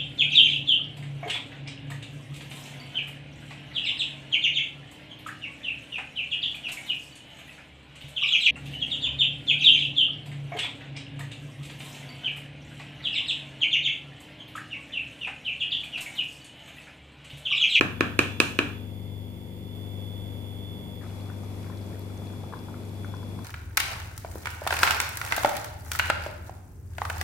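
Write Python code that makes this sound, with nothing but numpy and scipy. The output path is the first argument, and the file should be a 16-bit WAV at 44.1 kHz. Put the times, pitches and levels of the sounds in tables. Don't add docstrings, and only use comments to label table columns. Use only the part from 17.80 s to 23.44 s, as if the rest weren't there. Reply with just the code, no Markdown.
import sys
import numpy as np
from scipy import signal
from scipy.fft import rfft, irfft, next_fast_len
from scipy.io import wavfile
from scipy.ndimage import map_coordinates

SR = 44100
rng = np.random.default_rng(int(sys.argv[2]) if len(sys.argv) > 2 else 0)


def unload_audio(sound):
    columns = np.transpose(np.atleast_2d(sound))
    steps = np.round(np.clip(columns, -1, 1) * 32767)
    wavfile.write(sys.argv[1], SR, steps.astype(np.int16))


N = 248724
BOIL_START_S, TOP_HZ = 3.21, 15550

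# (frequency [Hz], correlation [0..1])
COHERENCE = [(100, 0.92), (300, 0.53), (700, .6), (1500, 0.033), (4000, 0.017)]
# (frequency [Hz], relative level [dB])
ROOM_SPECTRUM_DB = [(100, 5.5), (300, 0), (500, -9), (750, 9.5), (1100, 2), (1600, 5), (2450, -1.5),
                    (3000, 0.5), (4500, -3.5), (8000, -2), (15000, 5)]
# (frequency [Hz], T60 [s])
ROOM_T60_S = [(150, 0.64), (500, 0.44), (1500, 0.46), (3000, 0.46), (7000, 0.49), (15000, 0.39)]
# (shaft order [1], level [dB])
HUM_ORDERS = [(2, -60), (3, -52.5), (5, -55), (6, -52.5), (7, -55), (8, -52), (9, -57), (10, -50.5),
              (12, -55), (14, -56.5), (16, -61.5), (17, -59), (20, -61), (21, -64), (22, -66.5), (23, -72),
              (38, -66.5)]
# (time [s], level [dB])
BLADE_LEVEL_DB = [(0.04, -38), (0.08, -42), (0.5, -38), (0.72, -44.5), (0.88, -40), (1.4, -38),
                  (1.62, -44.5), (2.16, -37), (2.92, -40), (3.03, -44.5), (3.34, -37.5), (4.61, -38.5),
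                  (4.76, -44.5), (5.21, -36.5), (5.6, -38.5)]
# (frequency [Hz], relative density [dB])
AIR_SPECTRUM_DB = [(20, -35), (40, -22), (52, -1), (100, -1.5), (190, 7.5), (300, -1), (500, -2.5),
                   (800, -8), (1200, -17), (1800, -22.5), (4000, -32.5), (6000, -32.5), (10000, -26),
                   (15500, -26)]
# (time [s], level [dB])
WHINE_LEVEL_DB = [(1.0, -56), (1.6, -58.5), (2.25, -50), (3.19, -52.5), (3.23, -59.5), (4.0, -62.5),
                  (4.6, -60), (5.13, -63.5), (5.25, -58.5)]
# (offset [shaft orders], simmer weight [dB], boil weight [dB])
WHINE_SIDEBANDS = [(-8, -21, -13), (-6, -15.5, -15), (-4, -2.5, 4), (-2, -17.5, 1.5), (0, 2, 3),
                   (2, -10, -17), (4, -28, -17)]
# (frequency [Hz], half-width [Hz], relative level [dB])
HOUSING_MODES = [(2126, 200, 5.5), (2780, 320, 1), (3365, 210, 6), (4720, 550, -4), (6860, 320, -6.5),
                 (9110, 150, -6.5), (11520, 170, 3), (13800, 440, -10), (15000, 300, 0)]
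# (frequency [Hz], relative density [dB])
STEAM_SPECTRUM_DB = [(20, -33), (40, -6), (52, -5.5), (190, 4), (300, -2), (500, -6), (900, -12),
                     (1800, -23), (2350, -18), (2850, -25.5), (5000, -25.5), (6200, -29.5), (12500, -28.5),
                     (15000, -33.5)]
# (time [s], length [s], relative level [dB], centre pitch [Hz])
SPLUTTER_EVENTS = [(3.211, 0.053, -52.5, 1300), (3.488, 0.054, -58, 1550), (3.828, 0.11, -58, 1940)]
# (time [s], relative level [dB], start pitch [Hz])
TICK_EVENTS = [(3.4093, -40, 4230), (3.9746, -41, 4070), (4.194, -31, 12500), (4.3765, -37, 6150),
               (4.4725, -39.5, 3970), (4.791, -38, 4800), (5.3679, -40, 5030)]
# (time [s], relative level [dB], start pitch [Hz])
PLOP_EVENTS = [(3.5, -33.5, 1420), (3.631, -39, 743), (3.899, -35, 960), (4.419, -37.5, 797),
               (4.536, -39.5, 945), (4.639, -35, 786), (4.725, -32.5, 1090), (4.736, -25.5, 982),
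               (4.884, -34.5, 894), (4.942, -35, 1270), (5.246, -30, 1390), (5.339, -30.5, 960),
               (5.429, -36, 940), (5.589, -36, 974)]
# (frequency [Hz], gain [dB])
MUFFLE_DB = [(1650, -0.5), (2300, -9), (5000, -24)]
# (frequency [Hz], relative level [dB])
CRACK_SPECTRUM_DB = [(500, -6.5), (1500, -16), (3200, 5), (5000, -3), (6500, -3.5), (9000, -9),
                     (15000, -25)]
# (frequency [Hz], relative level [dB], T60 [s], left over right [dB])
POT_MODES = [(352, -9.5, 0.016, 3), (1217, -15, 0.012, 10), (1670, -10, 0.0079, 0),
             (2506, -4.5, 0.0089, -11), (2720, -12, 0.0086, -7), (4070, -26.5, 0.008, -28),
             (135, -39.5, 0.83, 4), (243.4, -42, 1, 7.5), (290.8, -26.5, 0.31, 2), (332.6, -25, 0.1, 1),
             (460, -35, 0.28, 13), (1106, -27.5, 0.078, 3), (1267, -29.5, 0.06, 11), (1730, -36, 0.16, 23),
             (2520, -55, .3, 9), (2350, -38, 0.41, -4), (2720, -43.5, 0.55, -31)]
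# (time [s], gain [dB], crack treble [dB], rim mode gain [dB], rim mode pitch [ratio])
KNOCK_EVENTS = [(.0096, -1.5, -7.5, 1.5, 1.005), (0.2076, -1.5, -10, -2, 1.003),
                (0.3905, -2, 0.5, 4.5, 1.01), (0.6014, -2.5, 5.5, 5.5, 1.02), (0.789, -3.5, -5, 2.5, 1.01)]


def amp(db):
    return 10 ** (np.asarray(db) / 20)


def unit(x):
    return x / np.sqrt(np.mean(x ** 2) + 1e-20)


def pan(db):
    gains = amp(np.array([[db], [-db]]) / 2)
    return gains / gains.mean()


def along(points, hz):
    knots_hz, values = np.transpose(points)
    return np.interp(np.log(hz + 1), np.log(knots_hz + 1), values)


def curve(rows):
    return np.interp(np.arange(N) / SR, *np.transpose(rows))


def wobble(rate_hz):
    knots = rng.standard_normal(int(N * rate_hz / SR) + 4)
    return map_coordinates(knots, [np.arange(N) * rate_hz / SR])


def filtered(x, response):
    n = x.shape[-1]
    padded = next_fast_len(n + SR // 4)
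    return irfft(rfft(x, padded) * response(np.fft.rfftfreq(padded, 1 / SR)), padded)[..., :n]


def add(track, time_s, sound):
    i = int(np.clip(round(time_s * SR), 0, N - 1))
    track[..., i:i + sound.shape[-1]] += sound[..., :N - i]


def left_leads(x, lead_s):
    return filtered(x, lambda hz: np.exp(1j * np.pi * hz * lead_s * np.array([[1], [-1]])))


def mid_side(hz):
    angle = np.arccos(along(COHERENCE, hz)) / 2
    return np.array([np.cos(angle), np.sin(angle)])


def rush(spectrum_db):
    noise = rng.standard_normal((2, N))
    mid, side = filtered(noise, lambda hz: amp(along(spectrum_db, hz)) * mid_side(hz))
    return unit(np.array([mid + side, mid - side]))


def kitchen(mono, build_s=0.00095):
    hz, t, noise = signal.stft(rng.standard_normal((2, SR // 2)), SR, nperseg=256)
    hz = hz[:, None]
    mid, side = noise * mid_side(hz)
    envelope = amp(along(ROOM_SPECTRUM_DB, hz) - 60 * t / along(ROOM_T60_S, hz))
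    envelope *= 1 - np.exp(-t / build_s)
    tail = signal.istft(np.array([mid + side, mid - side]) * envelope, SR, nperseg=256)[1]
    return signal.fftconvolve(mono[None], tail / np.linalg.norm(tail[0]), axes=1)[:, :len(mono)]


def shaft(speed_hz=24.507, drift=0.00067):
    return 2 * np.pi * np.cumsum(speed_hz * (1 + drift * wobble(2.97))) / SR


def fan(shaft_rad, boiling):
    tone = lambda order: np.sqrt(2) * np.sin(order * shaft_rad + rng.uniform(0, 2 * np.pi))
    hum = sum(amp(db + 1.3 * wobble(3.95)) * tone(order) for order, db in HUM_ORDERS)
    blade_pan = pan(11) * (1 - boiling) + pan(5.3) * boiling
    blades = amp(curve(BLADE_LEVEL_DB)) * tone(order=4) * blade_pan
    air_db = -48 + np.interp(np.arange(N) / SR, (2.57, 1.95), (0, 3))
    air = amp(air_db) * rush(AIR_SPECTRUM_DB) * (1 - boiling)
    return pan(3) * (hum + air) + blades


def motor_whine_and_hiss(shaft_rad, boiling, centre_order=142, waver_db=1.8, flicker_db=1):
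    whine, gains = 0, []
    for offset, simmer_db, boil_db in WHINE_SIDEBANDS:
        gain = amp(simmer_db + (boil_db - simmer_db) * boiling)
        waver = amp(waver_db * wobble(9))
        phase = (centre_order + offset) * shaft_rad + rng.uniform(0, 2 * np.pi) + 0.2 * wobble(21)
        whine += gain * waver * np.sin(phase)
        gains.append(gain)
    whine = unit(whine / np.linalg.norm(gains, axis=0))
    whine_db = curve(WHINE_LEVEL_DB)
    housing = lambda hz: np.linalg.norm(
        [amp(db) / (1 + ((hz - mode_hz) / width_hz) ** 2) for mode_hz, width_hz, db in HOUSING_MODES],
        axis=0)
    hiss_db = -59 + 0.25 * (whine_db - whine_db.mean()) - 11 * boiling
    hiss = amp(hiss_db) * unit(filtered(rng.standard_normal((2, N)), housing))
    whine *= amp(whine_db + flicker_db * wobble(8))
    whine_pan = pan(-4.5) * (1 - boiling) + pan(9) * boiling
    return left_leads(whine_pan * whine, lead_s=0.00009) + pan(-4.5) * hiss


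def bubble(hz, cycles, rise):
    t = np.arange(SR // 30) / SR
    age = t * hz / cycles
    phase = 2 * np.pi * np.cumsum(hz * (1 + rise * (1 - np.exp(-age)))) / SR
    return np.sin(phase) * np.exp(-age)


def swarm(start_s, length_s, count, centre_hz, spread, cycles, size_db):
    out = np.zeros((2, N))
    times_s = start_s + length_s * rng.random(count)
    for time_s, (pitch, size, side) in zip(times_s, rng.standard_normal((count, 3))):
        hz = min(centre_hz * np.exp(spread * pitch), TOP_HZ)
        add(out, time_s, pan(4 * side) * amp(size_db * min(size, 1)) * bubble(hz, cycles, rise=0.068))
    return unit(out) * np.sqrt(length_s * SR / N)


def porridge(boiling, room_db=-6, collapse_s=0.00251):
    plops, ticks = np.zeros((2, N))
    for time_s, db, hz in PLOP_EVENTS:
        add(plops, time_s, amp(db) * bubble(hz, cycles=2.7, rise=0.082))
        add(plops, time_s + collapse_s, amp(db - 7) * bubble(hz * 1.51, cycles=3.4, rise=0.084))
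    for time_s, db, hz in TICK_EVENTS:
        add(ticks, time_s, amp(db - 2) * bubble(hz, cycles=3.2, rise=0.032))
    bursts = filtered(plops, lambda hz: amp(along(MUFFLE_DB, hz))) + ticks
    splutter = sum(
        amp(db) * swarm(time_s, length_s, count=22, centre_hz=hz, spread=0.286, cycles=3.8, size_db=3)
        for time_s, length_s, db, hz in SPLUTTER_EVENTS)
    span_s = BOIL_START_S, N / SR - BOIL_START_S
    murmur = amp(-64) * swarm(*span_s, count=130, centre_hz=960, spread=0.35, cycles=2.8, size_db=11)
    fizz = amp(-71) * swarm(*span_s, count=150, centre_hz=5480, spread=0.43, cycles=3.4, size_db=20)
    steam = amp(-43 + 0.44 * wobble(7.8)) * rush(STEAM_SPECTRUM_DB) * boiling
    reverb = amp(room_db) * kitchen(bursts)
    return pan(5.5) * (bursts + reverb + murmur + splutter) + fizz + pan(1.4) * steam


def pot_ring(t, rim_db, rim_ratio, rim_above_hz=2000, contact_s=0.0014, hold_s=0.0014):
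    ring = 0
    for hz, db, t60_s, side_db in POT_MODES:
        if hz > rim_above_hz:
            hz, db = hz * rim_ratio, db + rim_db
        decay_db = 60 * np.maximum(t - hold_s, 0) / t60_s
        ring += pan(side_db) * amp(db - decay_db) * np.sin(2 * np.pi * hz * t)
    return ring * (1 - np.exp(-(t / contact_s) ** 2))


def spoon(crack_t60_s=0.015, blow_s=0.0043, crack_db=-14, click_db=-14, ring_db=2, room_db=-1):
    out, t = np.zeros((2, N)), np.arange(SR // 2) / SR
    wood = lambda hz: amp(along(CRACK_SPECTRUM_DB, hz))
    click = unit(filtered(signal.unit_impulse(len(t), SR // 1000), wood))
    fade = amp(-60 * t / crack_t60_s)
    for time_s, db, treble_db, rim_db, rim_ratio in KNOCK_EVENTS:
        ring = amp(ring_db) * pot_ring(t, rim_db, rim_ratio)
        hardness = lambda hz: amp(treble_db * along([(2500, 0.27), (9000, 1)], hz))
        noise = unit(filtered(rng.standard_normal((2, len(t))), wood))
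        crack = amp(crack_db) * pan(1.7) * filtered(noise * fade, hardness)
        blow = ring.mean(0) * np.exp(-(t / blow_s) ** 2)
        blow += amp(click_db) * filtered(click, hardness) * fade.std()
        reverb = amp(room_db) * pan(-0.64) * kitchen(blow)
        add(out, time_s, amp(db) * (ring + crack + reverb))
    return out


def scene():
    boiling = np.clip((np.arange(N) / SR - BOIL_START_S) / 0.01, 0, 1)
    shaft_rad = shaft()
    knocks = left_leads(spoon(), lead_s=0.00005)
    boil = porridge(boiling)
    drone = left_leads(fan(shaft_rad, boiling), lead_s=0.00023)
    return knocks + boil + drone + motor_whine_and_hiss(shaft_rad, boiling)


def record(dry):
    return filtered(np.clip(dry, -1, 1), lambda hz: hz < TOP_HZ)


dry = scene()
out = record(dry)
unload_audio(out)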